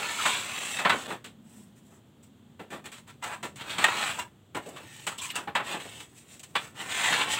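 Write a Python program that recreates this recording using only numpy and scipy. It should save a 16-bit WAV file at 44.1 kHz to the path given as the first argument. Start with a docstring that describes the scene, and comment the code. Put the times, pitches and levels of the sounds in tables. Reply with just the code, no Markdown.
"""Clay roof tiles handled on bamboo battens beside a brick wall, over a throbbing rumble and faint hiss.
A tile is dragged for the first second: sandy faces grind, edges knock, the battens thud underneath.
A lull follows, then light taps and shoves from 2.6 s and a second drag from 3.6 s.
From 4.5 s tiles are shoved and set down, clinking; now and then a rubbed one sings.
A last drag runs from 6.9 s to the end, with a squeak and a knock. One microphone hears it all."""
import sys
import numpy as np
from scipy import signal
from scipy.fft import rfft, irfft, next_fast_len
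from scipy.io import wavfile
from scipy.ndimage import map_coordinates

SR = 44100
rng = np.random.default_rng(int(sys.argv[2]) if len(sys.argv) > 2 else 0)


def int16_out(signal):
    """Quantize to a 16-bit WAV file."""
    q = np.round(np.clip(np.atleast_2d(signal).T, -1, 1) * 32767)
    wavfile.write(sys.argv[1], SR, q.astype(np.int16))


N = 325899
TIME_S = np.arange(N) / SR


def amp(db):
    return 10 ** (np.asarray(db) / 20)


def unit(x, size=None):
    """Scale x so its first size samples have rms 1."""
    return x / np.sqrt(np.mean(x[:size] ** 2) + 1e-20)


def curves(rows):
    """One value per sample for each column after the time."""
    times_s, *columns = np.transpose(rows)
    return [np.interp(TIME_S, times_s, column) for column in columns]


def wobble(knots_per_s):
    """Smooth random curve."""
    knots = rng.standard_normal(int(N * knots_per_s / SR) + 4)
    return map_coordinates(knots, [TIME_S * knots_per_s])


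def add(track, start_s, sound):
    part = track[max(0, round(start_s * SR)):][:len(sound)]
    part += sound[:len(part)]


def filtered(x, response):
    """Multiply the spectrum of x by response(hz)."""
    size = next_fast_len(len(x) + 4096)
    return irfft(rfft(x, size) * response(np.fft.rfftfreq(size, 1 / SR)), size)[:len(x)]


def body(spectrum, size=2048):
    """Minimum-phase impulse response from rows of freq_hz, gain_db."""
    hz, db = np.transpose(spectrum)
    gain = amp(np.interp(np.log(np.fft.rfftfreq(size, 1 / SR) + 1), np.log(hz), db))
    cepstrum = irfft(np.log(gain))
    cepstrum[1:size // 2] *= 2
    cepstrum[size // 2 + 1:] = 0
    return irfft(np.exp(rfft(cepstrum)))


def through(x, impulse_response):
    return signal.fftconvolve(x, impulse_response)[:len(x)]


# Background spectra: freq_hz, gain_db
RUMBLE_SPECTRUM = [(20, -30), (45, -22.5), (70, -10.5), (100, 0), (150, -1), (220, -15.5), (280, -8),
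                   (370, -11), (600, -19.5), (1300, -29), (3000, -46)]
HISS_SPECTRUM = [(200, -3), (700, 2), (1500, -2), (2400, -6), (3300, 1), (5300, -17.5), (7700, -6.5),
                 (10000, -20), (13000, -21), (14500, -11.5), (16000, -21)]
# Background levels: time_s, rumble_db, drone_db
DISTANT_LEVELS = [(0, -58, -57.5), (1.2, -57.5, -60), (1.42, -58, -52.5), (1.65, -58, -55),
                  (1.8, -59, -59.5), (2.05, -59, -63), (2.3, -60, -58.5), (3.0, -59, -60), (4.1, -51, -56),
                  (4.45, -60.5, -68.5), (5.0, -55.5, -63), (6.0, -55.5, -63.5), (6.3, -60, -64),
                  (7.39, -52.5, -60)]


def outdoors(hiss_db=-68, throb_db=1.5, drone_hz=221, drone_width_hz=75):
    """Far throbbing rumble, hollow drone like a distant motor, faint even hiss."""
    rumble_db, drone_db = curves(DISTANT_LEVELS)
    rumble = through(rng.standard_normal(N), body(RUMBLE_SPECTRUM))
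    rumble = unit(rumble * amp(throb_db * wobble(45)))
    drone_band = lambda hz: 1 / (1 + np.abs(2 * (hz - drone_hz) / drone_width_hz) ** 3)
    drone = unit(filtered(rng.standard_normal(N), drone_band))
    hiss = unit(through(rng.standard_normal(N), body(HISS_SPECTRUM)))
    return amp(rumble_db) * rumble + amp(drone_db) * drone + amp(hiss_db) * hiss


def contacts(rate_per_s, spread_db, size):
    """Tiny collisions, random in time and strength."""
    hit = rng.random(size) < rate_per_s / SR
    strength = amp(spread_db * rng.standard_normal(size))
    return hit * strength * rng.choice([-1, 1], size)


# Squeak partials: pitch_ratio, gain_db
SQUEAK_MODES = [(1, 3.5), (1.66, -10), (2.7, -20.5)]
# Squeaks of rubbed tiles, plus one short, broad knock at 7.12 s:
# start_s, length_s, pitch_hz, width_hz, level_db
SQUEAKS_AND_KNOCK = [(.002, .093, 2570, 229.7, -41), (.01, .07, 1380, 110, -42),
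                     (0.181, .05, 1334, 180, -34.5), (0.412, .2, 2620, 450, -48),
                     (.905, .045, 1480, 36.5, -32), (4.216, 0.0606, 977, 60, -51),
                     (4.83, .24, 1830, 130, -60), (5.181, 0.038, 3310, 805, -42),
                     (5.182, 0.14, 1020, 170, -48.5), (5.219, 0.049, 2460, 260, -42.5),
                     (5.291, 0.031, 2850, 600, -40), (5.345, .04, 2760, 250, -39.5),
                     (5.304, .026, 13000, 1800, -54.5), (5.857, .2, 3020, 460, -55),
                     (7.031, 0.096, 1910, 280, -31.5), (7.12, 0.036, 1730, 1200, -28)]


def singing():
    """Uneven slips keep a tile ringing in a hoarse squeak; the last, broad burst sounds as a knock."""
    track = np.zeros(N)
    for start_s, length_s, pitch_hz, width_hz, level_db in SQUEAKS_AND_KNOCK:
        slips = contacts(3000, 4.2, SR // 2)
        band = lambda hz: (1j * hz * width_hz / (pitch_hz ** 2 - hz ** 2 + 1j * hz * width_hz)) ** 2
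        ring = filtered(slips, lambda hz: sum(amp(db) * band(hz / ratio) for ratio, db in SQUEAK_MODES))
        progress = np.linspace(0, 1, round(length_s * SR))
        swell = np.sqrt(progress) * (1 - progress ** 2)
        add(track, start_s, amp(level_db) * unit(ring[-len(swell):] * swell))
    return track


# Bamboo batten spectrum: freq_hz, gain_db
BATTEN_SPECTRUM = [(45, -27.5), (100, -12), (170, -4.5), (260, -3.5), (400, -3), (530, -4.5), (750, -6.5),
                   (1500, -40)]


def battens(force):
    """The battens answer a force with a dull, low sound."""
    return through(force, body(BATTEN_SPECTRUM))


# Gritty hiss as the microphone colours it, with the microphone's peak near 8 kHz: freq_hz, gain_db
GRIT_AT_MIC_SPECTRUM = [(2500, -37), (4600, -12), (5700, -8), (6800, -4.5), (7900, 2.5), (8800, -5.5),
                        (10000, -13.5), (12500, -18.5), (15500, -13)]


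def sand(force, level_db, rms_samples=None, dust_hz=10600, firm_rub_db=-40):
    """Grit hiss, coloured by the microphone; a light touch moves only fine dust and hisses higher."""
    grit = unit(through(force, body(GRIT_AT_MIC_SPECTRUM)), rms_samples)
    dust = filtered(grit, lambda hz: 1 - 1 / (1 + (hz / dust_hz) ** 8))
    lift_db = np.minimum(0.2 * (firm_rub_db - level_db) - 1, 6)
    return amp(level_db) * (grit + (amp(lift_db) - 1) * dust)


# Fired clay spectrum: freq_hz, gain_db
CLAY_SPECTRUM = [(250, -49), (480, -10), (600, -7.5), (850, 0), (1350, 0.5), (1900, -1.5), (2700, -1.5),
                 (3500, -3.5), (4200, -8.5), (5200, -21), (7500, -48)]
# Resonances shared by all tiles: freq_hz, t60_s, gain_db
CLAY_MODES = [(583, 0.035, -0.5), (834, 0.03, -3.5), (975, 0.052, -2), (1108, 0.22, -6.5),
              (1327, 0.16, -1.5), (1779, 0.081, 4), (1865, .06, -9), (2240, 0.25, -9.5), (2630, .06, -0.5),
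              (2780, .05, -13), (3196, 0.065, -10), (3510, 0.08, -6), (3760, 0.028, -5.5)]


def fired_clay(force, resonance_db=-4):
    """A tile answers a force with a broad hard-clay colour and the shared resonances."""
    t = np.arange(SR // 8) / SR
    response = np.zeros(len(t))
    response[0] = 1
    for freq_hz, t60_s, gain_db in CLAY_MODES:
        fade = amp(-60 * t / t60_s)
        response += amp(resonance_db + gain_db) * 2 * fade / fade.sum() * np.cos(2 * np.pi * freq_hz * t)
    response = through(response, body(CLAY_SPECTRUM))
    bass_cut = signal.butter(2, 200, "highpass", fs=SR)  # a small plate radiates no bass
    return through(force, signal.lfilter(*bass_cut, response))


def brighten(x, bright_db, pivot_hz=2000):
    """Sharp contact favours a tile's high modes, flat contact its low ones."""
    low = filtered(x, lambda hz: 1 / (1 + (hz / pivot_hz) ** 4))
    return low * amp(-bright_db / 2) + (x - low) * amp(bright_db / 2)


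def dense_ring(t60_s, count=150, low_hz=500, high_hz=15000):
    """Crowded weak modes with the given decay, drawn afresh on every call."""
    t = np.arange(min(round(t60_s * SR), SR // 3) + 2) / SR
    hz = low_hz * (high_hz / low_hz) ** ((np.arange(count) + rng.random(count)) / count)
    spectrum = np.zeros(SR // 2 + 1, complex)
    spectrum[hz.astype(int)] = np.sqrt(hz) * np.exp(2j * np.pi * rng.random(count))
    ring = irfft(spectrum)[:len(t)] * amp(-60 * t / t60_s)
    return ring / np.linalg.norm(ring)


def chatter(t, t60_s, ring_db, ring_t60_s, rise_share, wall_db=-26, wall_t60_s=0.34):
    """A blow is a tight cluster of contacts and roof reflections; tiles ring on, the wall answers."""
    fade = amp(-60 * np.maximum(t - 0.1 * t60_s, 0) / t60_s)
    cluster = fade * unit(contacts(5000, 1.7, len(t)))
    add(cluster, 0, amp(ring_db) * np.linalg.norm(cluster) * dense_ring(ring_t60_s, count=64))
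    wall = amp(wall_db - 60 * t / wall_t60_s) * rng.standard_normal(len(t))
    rise = 1 - np.exp(-t / (rise_share * t60_s))  # longer blows start more softly
    return (cluster + wall) * rise


# Modes of one curved clay plate: pitch_ratio, gain_db
PLATE_MODES = [(1.002, 2.5), (1.4, -3), (1.84, -7.5), (2.119, -1), (2.908, 2), (3.55, -6), (4.12, -2.5)]


def clink(t, pitch_hz, centre_hz, t60_s, rise_s=0.0015, scatter_db=1, slope_db_per_octave=10):
    """The struck plate's own modes; the contact point favours those near centre_hz."""
    ratio, gain_db = np.transpose(PLATE_MODES)
    hz = ratio * pitch_hz
    octaves_off = np.abs(np.log2(hz / centre_hz))
    gain = amp(gain_db - slope_db_per_octave * octaves_off - scatter_db * rng.standard_normal(len(hz)))
    modes = gain @ np.sin(2 * np.pi * (hz[:, None] * t + rng.random((len(hz), 1))))
    return modes * amp(-60 * t / t60_s) * (1 - np.exp(-t / rise_s))


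# Tile-on-tile blows:
# start_s, clay_db, bright_db, grit_db, batten_db, chatter_t60_s, pitch_hz, centre_hz, clink_db
TILE_KNOCKS = [(0.253, -25.5, -8.5, -35.5, -42.5, 0.23, 1037, 1200, -31),
               (0.786, -32.5, -2.5, -43.5, -46, 0.19, 890, 2500, -36),
               (0.849, -20.5, -11, -46.5, -32, .14, 1047, 2200, -31),
               (0.894, -22.5, -1, -38.5, -34.5, 0.093, 952, 1380, -24.5),
               (0.919, -30, -14, -56.5, -36.5, 0.21, 1062, 1600, -34.5),
               (1.102, -35, -13, -52, -46, 0.19, 890, 1200, -50),
               (1.242, -46, 6, -50.5, -55, .18, 980, 2500, -54),
               (2.593, -47.5, -6, -64.5, -43, 0.21, 962, 1390, -51),
               (2.703, -50.5, 6, -55, -48.5, 0.194, 833, 1790, -50),
               (2.726, -53, 2, -65, -49, 0.25, 848, 1500, -47.5),
               (2.841, -60, 6, -59, -63, 0.161, 842, 1800, -52),
               (2.856, -54, 10, -50.5, -60, .07, 840, 3000, -53),
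               (2.917, -50, 7, -51.5, -62, 0.15, 1145, 2360, -52.5),
               (3.075, -58, -4, -61, -74, .12, 1014, 1900, -68),
               (3.224, -42, -3, -49.5, -60, 0.23, 966, 1490, -39.5),
               (3.238, -39.5, -1, -42.5, -63, 0.071, 965, 2000, -47),
               (3.325, -48, -12, -63, -64, .1, 969, 1300, -41.5),
               (3.428, -39.5, 3, -45, -42, 0.19, 969, 1330, -40.5),
               (3.558, -52, 8, -51, -70.5, 0.13, 1010, 2900, -60),
               (3.608, -42.5, 16, -53, -49.5, .1, 950, 1340, -46),
               (3.782, -31.5, 3.5, -39.5, -39.5, .1, 1067, 1900, -41),
               (3.8414, -21.5, 0.5, -30, -43.5, 0.039, 878, 1850, -20),
               (3.883, -30, -5.5, -51.5, -43, 0.04, 902, 1900, -28.5),
               (4.187, -43.5, 3, -43, -50, .081, 973, 990, -34.5),
               (4.194, -51.5, 3, -47, -54.5, 0.062, 960, 2800, -39),
               (4.547, -36, -9, -48, -37.5, 0.15, 1019, 1490, -41),
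               (4.566, -44, -5, -49.5, -39, 0.096, 988, 1170, -36),
               (4.659, -57, 4, -57, -43, 0.2, 556, 560, -50),
               (4.688, -62, 6, -53, -59, .08, 990, 3000, -66),
               (4.761, -44, -3, -55.5, -63.5, 0.2, 835, 2820, -55),
               (5.067, -31.5, 0, -35, -44, 0.13, 1017, 3340, -45),
               (5.182, -52, 12, -46.5, -66, .08, 1020, 3000, -50),
               (5.301, -41.5, 21, -45, -59, 0.086, 987, 3000, -41.5),
               (5.355, -37, -1, -35.5, -48, 0.097, 928, 2700, -39.5),
               (5.473, -39, -10, -65.5, -41.5, 0.15, 816, 820, -38.5),
               (5.551, -24.5, -5.5, -42, -41, .14, 934, 1620, -31.5),
               (5.597, -33, -18, -59, -43, 0.12, 837, 1200, -40),
               (5.74, -38, -10, -56.5, -39.5, 0.18, 848, 840, -39.5),
               (5.799, -45, 5, -58.5, -60.5, .087, 1005, 2880, -52),
               (5.851, -52, -5, -58, -45.5, 0.092, 677, 700, -57),
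               (6.002, -47, 8, -52, -67, 0.074, 1016, 3000, -54),
               (6.394, -55.5, 21, -50.5, -60, 0.077, 1120, 4000, -63),
               (6.431, -52.5, 10.3, -48, -69, 0.087, 1030, 3000, -56),
               (6.5534, -26, -0.5, -43.5, -43.5, 0.073, 827, 1090, -29.5),
               (6.558, -32.5, 2, -49, -53, 0.13, 834.5, 3450, -33)]


def knocks(flex_hz=182, flex_db=-7, flex_t60_s=0.12, touch_lead_s=0.0026, touch_db=-19):
    """Each knock sounds the clay, crushes grit, flexes the battens and clinks at the tile's pitch."""
    track = np.zeros(N)
    t = np.arange(SR // 3) / SR
    head = SR // 40  # levels apply to the first 25 ms
    flex_envelope = amp(-60 * t / flex_t60_s) * (1 - np.exp(-t / 0.0048))
    flex = amp(flex_db) * unit(flex_envelope * np.sin(2 * np.pi * flex_hz * t), head)
    for start_s, clay_db, bright_db, grit_db, batten_db, t60_s, pitch_hz, centre_hz, clink_db in TILE_KNOCKS:
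        clay = fired_clay(chatter(t, t60_s, ring_db=-2, ring_t60_s=0.15, rise_share=0.012))
        clay = unit(brighten(clay, bright_db), head)
        grit = sand(chatter(t, t60_s, ring_db=-7, ring_t60_s=0.09, rise_share=0.005), grit_db, head)
        thud = battens(chatter(t, 1.1 * t60_s, ring_db=-11, ring_t60_s=0.05, rise_share=0.016))
        thud = unit(unit(thud, head) + flex, head)
        clink_t60_s = 0.05 + 0.75 * t60_s  # a tightly pinned tile rings less
        ring = unit(clink(t, pitch_hz, centre_hz, clink_t60_s), head)
        blow = amp(clay_db) * clay + grit + amp(batten_db) * thud + amp(clink_db) * ring
        add(track, start_s - touch_lead_s, amp(touch_db) * blow)  # one corner lands first
        add(track, start_s, blow)
    return track


def shove(attack_s, hold_s, speed_exponent=1.17):
    """Gain of a tile that speeds up, slides and stops; loudness follows a power of speed."""
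    stop_t60_s = 0.13 + 1.6 * attack_s  # a gentle shove also stops gently
    t = np.arange(round((attack_s + hold_s + stop_t60_s) * SR)) / SR
    speed = np.minimum(t / attack_s, 1)
    return speed ** speed_exponent * amp(-60 * np.maximum(t - attack_s - hold_s, 0) / stop_t60_s)


# Short shoves: start_s, attack_s, hold_s, clay_db, bright_db, grit_db, batten_db
TILE_SHOVES = [(1.059, 0.028, 0.049, -41.5, 0, -51, -42.5), (1.41, 0.15, 0.047, -64.5, 3, -59.5, -69.5),
               (1.753, .015, .015, -68, 4, -64, -76), (1.82, 0.042, .11, -78, 4, -69, -80),
               (1.88, 0.047, 0.013, -63, -24, -81, -63), (2.224, 0.01, 0.0068, -65, 11, -61, -72),
               (2.708, 0.0229, .03, -43, -5.5, -56, -44.5), (2.845, 0.015, 0.0079, -44.5, 2, -51.5, -49),
               (2.917, 0.02, .05, -52, 6, -56, -64.5), (3.064, 0.029, .012, -51.5, 1, -58, -66.5),
               (3.213, 0.037, 0.091, -38, -8, -50, -53.5), (3.431, 0.015, 0.014, -43, -7, -52, -47),
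               (3.566, 0.022, .035, -45, 2, -56, -71), (4.168, 0.0236, 0.016, -37.5, -5, -44, -46.5),
               (4.587, 0.039, 0.22, -54.5, 0, -61, -54.5), (4.809, .15, 0.075, -51, 11, -52, -73.5),
               (5.098, .022, .008, -42, -5, -50.5, -55.5), (5.176, 0.0047, 0.0068, -56.5, 9, -46, -53),
               (5.209, 0.013, 0.045, -42.5, 12, -39.5, -62), (5.328, 0.055, 0.011, -37, -8, -47, -45.5),
               (5.62, 0.078, 0.035, -34.5, 5.5, -43.5, -46.5), (5.789, 0.018, 0.23, -50.5, 7, -52.5, -60),
               (6.073, 0.035, 0.16, -67.5, 6, -68.5, -77), (6.142, 0.039, .012, -60, 22, -57, -77),
               (6.261, 0.061, .025, -54.5, 16, -52.5, -62), (6.425, 0.025, 0.074, -69, 7, -65, -68),
               (6.531, 0.097, .02, -44.5, -1, -49, -52), (6.74, 0.075, .012, -37, 1.5, -45, -49)]
# Three long drags, one list each: time_s, clay_db, bright_db, grit_db, batten_db
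TILE_DRAGS = [
    [(0, -33, 3, -39, -44.5), (.16, -34.5, 6.5, -39.5, -52.5), (.26, -28.5, 8, -36, -47.5),
     (.5, -37, 4.5, -43, -53.5), (.75, -35, 13.5, -38, -50), (.85, -37, -7, -49, -47.5),
     (1.0, -40, 0, -45.5, -52), (1.07, -45, 5, -52.5, -54.5)],
    [(3.64, -54.5, -14, -61, -58), (3.71, -35, 10, -43.5, -50), (3.77, -40, 1, -51, -48.5),
     (3.82, -30, -0.5, -40.5, -42.5), (3.94, -32, 0, -44, -47), (4.03, -28.5, 1, -38.5, -48.5),
     (4.11, -33, 1, -41, -51.5), (4.18, -46, 0.5, -51, -54)],
    [(6.86, -52, -11, -57.5, -49.5), (6.91, -33, 8, -40.5, -54.5), (7.05, -27.5, 4, -35, -46),
     (7.1, -29, -2.5, -35, -42.5), (7.135, -23.5, 2.5, -35.5, -35), (7.175, -28.5, 0.5, -39, -46),
     (7.22, -26, 1.5, -37.5, -41), (7.27, -35.5, -1, -47, -45), (7.33, -29, 10, -32.5, -46),
     (7.39, -32.5, 2.5, -44, -51.5)],
]


def sliding():
    """Summed clay, grit and batten gains of all shoves and drags, and their brightness in dB."""
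    clay, grit, batten, weighted_bright = np.zeros((4, N))
    moves = [(start_s, shove(attack_s, hold_s), *levels)
             for start_s, attack_s, hold_s, *levels in TILE_SHOVES]
    for drag in TILE_DRAGS:
        moving = (TIME_S >= drag[0][0]) & (TIME_S <= drag[-1][0])
        moves.append((0, moving, *curves(drag)))
    for start_s, motion, clay_db, bright_db, grit_db, batten_db in moves:
        add(clay, start_s, motion * amp(clay_db))
        add(grit, start_s, motion * amp(grit_db))
        add(batten, start_s, motion * amp(batten_db))
        add(weighted_bright, start_s, motion * amp(clay_db) * bright_db)
    return clay, grit, batten, weighted_bright / (clay + 1e-12)


def rubbed(catches, t60_s, ring_db=-4.5, hop=5000):
    """Grains ring on in crowded close modes, like nearby reflections, that change from moment to moment."""
    ring = np.zeros(N)
    for start in range(0, N, hop):
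        stretch = catches[start:start + 2 * hop]
        stretch = np.pad(stretch * np.sqrt(np.hanning(len(stretch))), (0, hop))
        add(ring, start / SR, through(stretch, dense_ring(t60_s)))
    return catches + amp(ring_db) * ring


def scraping(judder_db=0.9):
    """Sand grains catch between sliding faces: clay rasps, grit hisses, battens grumble."""
    clay_gain, grit_gain, batten_gain, bright_db = sliding()
    clay = unit(fired_clay(rubbed(contacts(3500, 4, N), t60_s=0.091)))
    tilt_power = np.cosh(bright_db * np.log(10) / 20)
    clay = brighten(clay, bright_db) / np.sqrt(tilt_power)
    grit_db = 20 * np.log10(grit_gain + 1e-9)
    grit = sand(rubbed(contacts(7000, 2.9, N), t60_s=0.062), grit_db)
    grumble = unit(battens(contacts(1500, 3.8, N)))
    judder = amp(judder_db * wobble(110))  # stick and slip
    return judder * (clay_gain * clay + grit + batten_gain * grumble)


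def scene():
    """Tiles and background, the same in both channels."""
    mono = scraping() + knocks() + singing() + outdoors()
    return np.array([mono, mono])


def record(dry, low_cut_hz=45, top_hz=15800):
    """The small microphone loses the deepest bass; nothing passes above top_hz."""
    response = lambda hz: hz ** 2 / np.hypot(hz ** 2, low_cut_hz ** 2) * (hz < top_hz)
    return np.array([filtered(channel, response) for channel in dry])


dry = scene()
out = record(dry)
int16_out(out)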